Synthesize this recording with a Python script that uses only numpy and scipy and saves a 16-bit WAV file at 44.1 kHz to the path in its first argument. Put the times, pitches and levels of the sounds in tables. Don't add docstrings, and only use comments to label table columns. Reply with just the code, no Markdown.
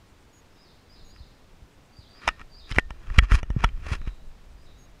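import sys
import numpy as np
from scipy import signal
from scipy.fft import rfft, irfft
from scipy.io import wavfile

SR = 44100
rng = np.random.default_rng(int(sys.argv[2]) if len(sys.argv) > 2 else 0)


def file_out(sig):
    cols = np.atleast_2d(sig).T
    lim = np.clip(cols, -1, 1)
    pcm = np.round(lim * 32767).astype(np.int16)
    wavfile.write(sys.argv[1], SR, pcm)


N = 220500
TIME = np.arange(N) / SR


def from_db(db):
    return 10 ** (np.asarray(db) / 20)


def rms_one(x):
    return x / np.sqrt(np.mean(x ** 2) + 1e-20)


def peak_one(x):
    return x / np.max(np.abs(x))


def add(out, start_s, sound):
    at = max(round(start_s * SR), 0)
    out[at:at + len(sound)] += sound[:max(N - at, 0)]


def decay(t, t60):
    return np.exp(-np.log(1000) * t / t60)


def ring(t, hz, t60):
    return np.sin(2 * np.pi * hz * t) * decay(t, t60)


def cut(x, hz, kind, order=2):
    return signal.sosfilt(signal.butter(order, hz, kind, fs=SR, output="sos"), x)


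def coloured(x, spectrum):
    hz, db = np.transpose(spectrum)
    bins_hz = np.maximum(np.arange(N // 2 + 1) * SR / N, 1)
    gain = from_db(np.interp(np.log(bins_hz), np.log(hz), db))
    return rms_one(irfft(rfft(x) * gain, N))


def drift(rate_hz):
    knots = rng.standard_normal(N // 8)
    return rms_one(np.interp(TIME * rate_hz, np.arange(len(knots)), knots))


# (frequency [Hz], relative density [dB])
HISS_SPECTRUM = [(20, -6), (60, -4), (130, -8), (280, -13), (650, -18), (1000, -20.5), (1750, -24),
                 (2850, -27), (5200, -31.5), (7100, -35), (11300, -43.5), (14900, -43), (16000, -51.5)]

def hiss(level_db=-55.5):
    return from_db(level_db) * coloured(rng.standard_normal(N), HISS_SPECTRUM)


# (start [s], end [s])
INSECT_BOUTS = [(.09, .28), (1.73, 2.3), (4.15, 4.33), (4.52, 4.7)]

def insect(low_hz=6900, high_hz=8800, rasp_s=.028, period_s=0.127, level_db=-75.5):
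    times = np.concatenate([np.arange(start, end, period_s) for start, end in INSECT_BOUTS])
    swells = sum(np.exp(-((TIME - s) / rasp_s) ** 2) for s in times)
    treble = cut(rng.standard_normal(N), low_hz, "high", order=6)
    band = rms_one(cut(treble, high_hz, "low", order=6))
    return from_db(level_db) * swells * band


def bird_note(times, pitches_hz, waver, partials=((1, 0),), edge_s=0.0092, waver_hz=260):
    t = TIME[:round(times[-1] * SR)]
    depth = np.interp(t, times, np.broadcast_to(waver, len(times)))
    hz = np.interp(t, times, pitches_hz) * (1 + depth * drift(waver_hz)[:len(t)])
    phase = 2 * np.pi * np.cumsum(hz) / SR
    envelope = np.clip(np.minimum(t, t[-1] - t) / edge_s, 0, 1)
    return np.sqrt(2) * envelope * sum(from_db(db) * np.sin(ratio * phase) for ratio, db in partials)


# (time [s], rise time [s], top frequency [Hz], level [dB])
FAR_WHISTLES = [(.575, 0.063, 5300, -63.5), (.89, 0.046, 5204, -60.5), (1.09, 0.069, 5130, -62.5),
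                (1.92, 0.072, 4970, -61), (2.09, .10, 5040, -61), (2.495, 0.088, 5030, -56),
                (4.57, 0.073, 5193, -71)]
# (time [s], duration [s], frequency [Hz], level [dB])
FAR_NOTES = [(.5, 0.094, 5210, -71), (0.557, 0.027, 3820, -65), (1.048, .06, 4024, -67),
             (2.517, .04, 4500, -61), (3.979, 0.1594, 3860, -65), (4.655, .05, 3859, -63)]

def far_bird(drop_s=.03, linger_s=0.064, clear=.008, raspy=.085):
    out = np.zeros(N)
    for s, rise_s, top_hz, level_db in FAR_WHISTLES:
        times = [0, rise_s / 2, rise_s, rise_s + drop_s, rise_s + drop_s + linger_s]
        pitches_hz = top_hz * np.array([0.92, 0.93, 1, .75, .75])
        call = bird_note(times, pitches_hz, waver=[clear, clear, 2 * clear, raspy, raspy])
        pulse_db = np.interp(TIME[:len(call)], times, [-1, 1, 0, 1, -1])
        add(out, s, from_db(level_db + pulse_db) * call)
    for s, length_s, hz, level_db in FAR_NOTES:
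        add(out, s, from_db(level_db) * bird_note([0, length_s], [hz, hz], waver=0.0295))
    return out


def through_trees(sound, t60=.8, direct_db=-3.5, echo_db=-1.0):
    tail = rng.standard_normal(SR) * decay(TIME[:SR], t60)
    echo = signal.fftconvolve(sound, tail / np.sqrt(np.sum(tail ** 2)))[:N]
    return from_db(direct_db) * sound + from_db(echo_db) * echo


# (time [s], frequency [Hz])
NEAR_PIPS = [(0.326, 6740), (1.043, 6740), (4.778, 6636)]
# (frequency ratio [1], relative level [dB])
PIP_SPECTRUM = [(0.99, 0), (3 / 2, -17), (2, -16)]

def near_bird(pip_s=0.084, level_db=-64.5, flick_ratio=1.05, flick_s=.012):
    out = np.zeros(N)
    for s, hz in NEAR_PIPS:
        pitches_hz = [flick_ratio * hz, hz, hz]
        pip = bird_note([0, flick_s, pip_s], pitches_hz, waver=0.0075, partials=PIP_SPECTRUM)
        add(out, s, from_db(level_db) * pip)
    return out


# (time [s], level [dB])
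SWING_LEVELS = [(0.0, -62.5), (0.7, -72), (1.03, -55), (1.89, -65), (2.66, -49.5), (2.85, -42.5),
                (3.1, -40.5), (3.34, -28.5), (3.47, -29), (3.9, -34.5), (4.19, -45.5), (5.0, -55.5)]

def swing_db():
    return np.interp(TIME, *np.transpose(SWING_LEVELS))


# (frequency [Hz], relative density [dB])
WIND_SPECTRUM = [(8, -17), (15, 2.5), (38, -8), (65, -12), (110, -26.5), (300, -46), (600, -80)]

def wind(over_swing_db=3, gust_db=2.0, gust_hz=12):
    level_db = swing_db() + over_swing_db + gust_db * drift(gust_hz)
    return from_db(level_db) * coloured(rng.standard_normal(N), WIND_SPECTRUM)


def sway(hz, contact_s, t60_cycles=4.2, lowest_hz=18):
    t = TIME[:SR // 3]
    force = t * np.exp(-t / contact_s)
    response = np.cos(2 * np.pi * hz * t) * decay(t, t60_cycles / hz)
    motion = signal.fftconvolve(force, response)[:len(t)]
    return peak_one(cut(motion, lowest_hz, "high", order=1))


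# (time [s], peak level [dB], sway frequency [Hz])
HAND_PUSHES = [(1.203, -37.5, 64), (1.62, -39.5, 55.2), (1.987, -37, 83), (2.768, -18, 54.3),
               (3.106, -22, 41.6), (3.1824, -1.5, 53), (3.223, -6.5, 42), (3.317, -5, 36.5),
               (3.341, -4.5, 60), (3.564, -10.5, 120), (3.916, -17, 78.3)]

def pushes(contact_cycles=0.096):
    out = np.zeros(N)
    for s, peak_db, hz in HAND_PUSHES:
        add(out, s, from_db(peak_db) * sway(hz, contact_cycles / hz))
    return out


# (frequency [Hz], relative level [dB], decay time t60 [s])
CASE_MODES = [(320, -24, .012), (610, -3.5, .013), (905, -9, 0.017), (1301, -2, .02), (1410, -3.5, 0.013),
              (1655, -6, 0.011), (1946, -4.5, 0.021), (2292, -2, 0.013), (2835.3, -4, 0.015),
              (3068, -11, 0.037), (3430, -13.5, .018), (3874, -13.5, .014), (5210, -12.5, 0.015),
              (6330, -18.5, 0.011), (9650, -32.5, 0.019)]

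def struck_case(t, focus_hz, focus_db, width_octaves=.45, scatter_db=1.8, grip_detune=0.033):
    body = 0
    for k, (hz, mode_db, t60) in enumerate(CASE_MODES):
        nearness = np.exp(-.5 * (np.log2(hz / focus_hz) / width_octaves) ** 2)
        strength = from_db(mode_db + focus_db * nearness + scatter_db * rng.normal())
        detuned_hz = hz * (1 + grip_detune * rng.normal())
        body = body + (-1) ** k * strength * ring(t, detuned_hz, t60)
    return peak_one(body)


def driven_case(force):
    t = TIME[:SR // 20]
    modes = [(-1) ** k * from_db(db) * ring(t, hz, t60) for k, (hz, db, t60) in enumerate(CASE_MODES)]
    return rms_one(signal.fftconvolve(force, sum(modes))[:N])


# (frequency [Hz], relative density [dB])
FRICTION_SPECTRUM = [(150, -2), (400, 0), (720, -15), (1100, 2), (1300, 1), (1650, -3), (2000, -3.5),
                     (2550, -5), (3100, -12.5), (4400, -20.5), (5600, -17), (8300, -28.5), (10000, -26.5),
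                     (12000, -37), (15000, -38)]

def friction(slips_per_s=1900, spread_db=2.5, smooth_gain=0.61, judder_db=3.0, judder_hz=300,
             case_db=-10.5):
    sizes = from_db(spread_db * np.minimum(rng.exponential(1, N), 4)) * rng.choice([-1, 1], N)
    slips = rms_one(sizes * (rng.random(N) < slips_per_s / SR))
    sliding = smooth_gain * rng.standard_normal(N)
    force = (slips + sliding) * from_db(judder_db * drift(judder_hz))
    return rms_one(coloured(force, FRICTION_SPECTRUM) + from_db(case_db) * driven_case(force))


# (peak time [s], time to swell by 20 dB [s], level [dB], treble gain [dB])
FINGER_STROKES = [(2.277, 0.1, -40, -5), (2.408, 0.08, -50, -14), (2.716, 0.03, -41.5, 10),
                  (2.77, 0.0641, -40.5, 6), (2.796, 0.01, -30, 3.5), (2.908, 0.01, -44.5, -9),
                  (3.17, 0.19, -45.5, -2.5), (3.188, .008, -22.5, 10), (3.235, 0.1025, -35, -1.5),
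                  (3.317, 0.0265, -22, -6), (3.349, 0.0375, -20, 7.5), (3.389, .04, -32.5, -2),
                  (3.64, 0.0852, -34, -6), (3.892, 0.0943, -40, 1.5), (3.938, 0.0585, -32, 2),
                  (4.081, 0.08, -50.5, 0)]

def rubbing(grip_db=-30, grip_grit_db=-6.5, grit_hz=4000, fade_ratio=0.52):
    rub = friction()
    body_power = from_db(swing_db() + grip_db) ** 2
    grit_power = body_power * from_db(grip_grit_db) ** 2
    for s, swell_s, level_db, grit_db in FINGER_STROKES:
        away_s = np.maximum(s - TIME, (TIME - s) / fade_ratio)
        power = from_db(level_db - 20 * np.minimum(away_s / swell_s, 10)) ** 2
        body_power += power
        grit_power += power * from_db(grit_db) ** 2
    body = np.sqrt(body_power) * cut(rub, grit_hz, "low")
    grit = np.sqrt(grit_power) * cut(rub, grit_hz, "high")
    return body - grit


# (frequency [Hz], relative level [dB], decay time t60 [s])
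MOUNT_MODES = [(1823, 0, .15), (1838, -1, .10)]

def mount_ping(t, level_db=-28):
    return sum(from_db(level_db + db) * ring(t, hz, t60) for hz, db, t60 in MOUNT_MODES)


def crack(t, focus_db, t60=0.0085, low_hz=2500, top_hz=7500):
    burst = rng.standard_normal(len(t)) * decay(t, t60)
    band = cut(cut(burst, low_hz, "high", order=1), top_hz, "low")
    return from_db(-12.5 - 0.4 * focus_db) * peak_one(band)


def dent(t, focus_db, rise_s=.0002):
    return from_db(-23.5 + .9 * focus_db) * peak_one(t * np.exp(-t / rise_s))


# (time [s], peak of the ringing [dB], favoured frequency [Hz], focus on it [dB], jolt peak [dB])
CASE_BLOWS = [(1.162, -41.5, 1780, 8, -51), (2.245, -46, 1700, 7, -45), (2.2772, -6.5, 836, 11.5, -27.5),
              (2.2812, -12.5, 2600, 14, -35), (2.2875, -7, 1640, 9, -50), (2.395, -37, 1450, 3, -50),
              (2.414, -32, 1420, 8, -39.5), (2.714, -24.5, 2140, 14, -22), (2.722, -24.5, 4100, 18, -24.5),
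              (2.762, -23.5, 2260, 12, -35), (2.7847, -2, 1800, 24.5, -49), (2.906, -25.5, 870, 11, -27),
              (3.101, -31.5, 1570, 15, -42), (3.1855, -8.5, 3720, 20, -21), (3.1886, 2, 1890, 12, -40),
              (3.3187, -5, 1460, 14, -7.5), (3.430, -21.5, 820, 7.5, -18), (3.5028, -24, 864, 13, -13),
              (3.639, -8, 810, 21.5, -51), (3.6431, -5, 1200, 12.5, -8.5), (3.689, -33, 3003, 8.5, -31),
              (3.866, -28.5, 615, 17, -33), (3.9323, -29, 1360, 6, -27.5), (4.015, -37.5, 1500, 11, -30.5),
              (4.074, -34, 1330, 11.5, -20.5)]

def knocks(jolt_hz=39.7, jolt_contact_s=0.00055):
    clacks, jolts, t = np.zeros(N), np.zeros(N), TIME[:SR // 4]
    ping, jolt = mount_ping(t), sway(jolt_hz, jolt_contact_s)
    for s, peak_db, focus_hz, focus_db, jolt_db in CASE_BLOWS:
        blow = struck_case(t, focus_hz, focus_db) + crack(t, focus_db) + ping + dent(t, focus_db)
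        add(clacks, s, from_db(peak_db) * blow)
        add(jolts, s, from_db(jolt_db) * jolt)
    return clacks, jolts


def scene(handling_top_hz=12000):
    clacks, jolts = knocks()
    handling = cut(clacks + rubbing(), handling_top_hz, "low", order=3)
    background = wind() + hiss() + through_trees(far_bird()) + near_bird() + insect()
    return (background + pushes() + jolts + handling)[None]


def record(dry, threshold_db=-4.5, release_db_per_s=13.5, attack_s=0.0055, cutoff_hz=15600):
    over_db = np.maximum(20 * np.log10(np.abs(dry) + 1e-9) - threshold_db, 0)
    recovery_db = release_db_per_s * TIME
    held_db = np.maximum.accumulate(over_db + recovery_db, axis=-1) - recovery_db
    pole = np.exp(-1 / (attack_s * SR))
    duck_db = signal.lfilter([1 - pole], [1, -pole], held_db)
    clipped = np.clip(dry * from_db(-duck_db), -1, 1)
    return signal.sosfilt(signal.ellip(10, .1, 90, cutoff_hz, fs=SR, output="sos"), clipped)


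dry = scene()
out = record(dry)
file_out(out)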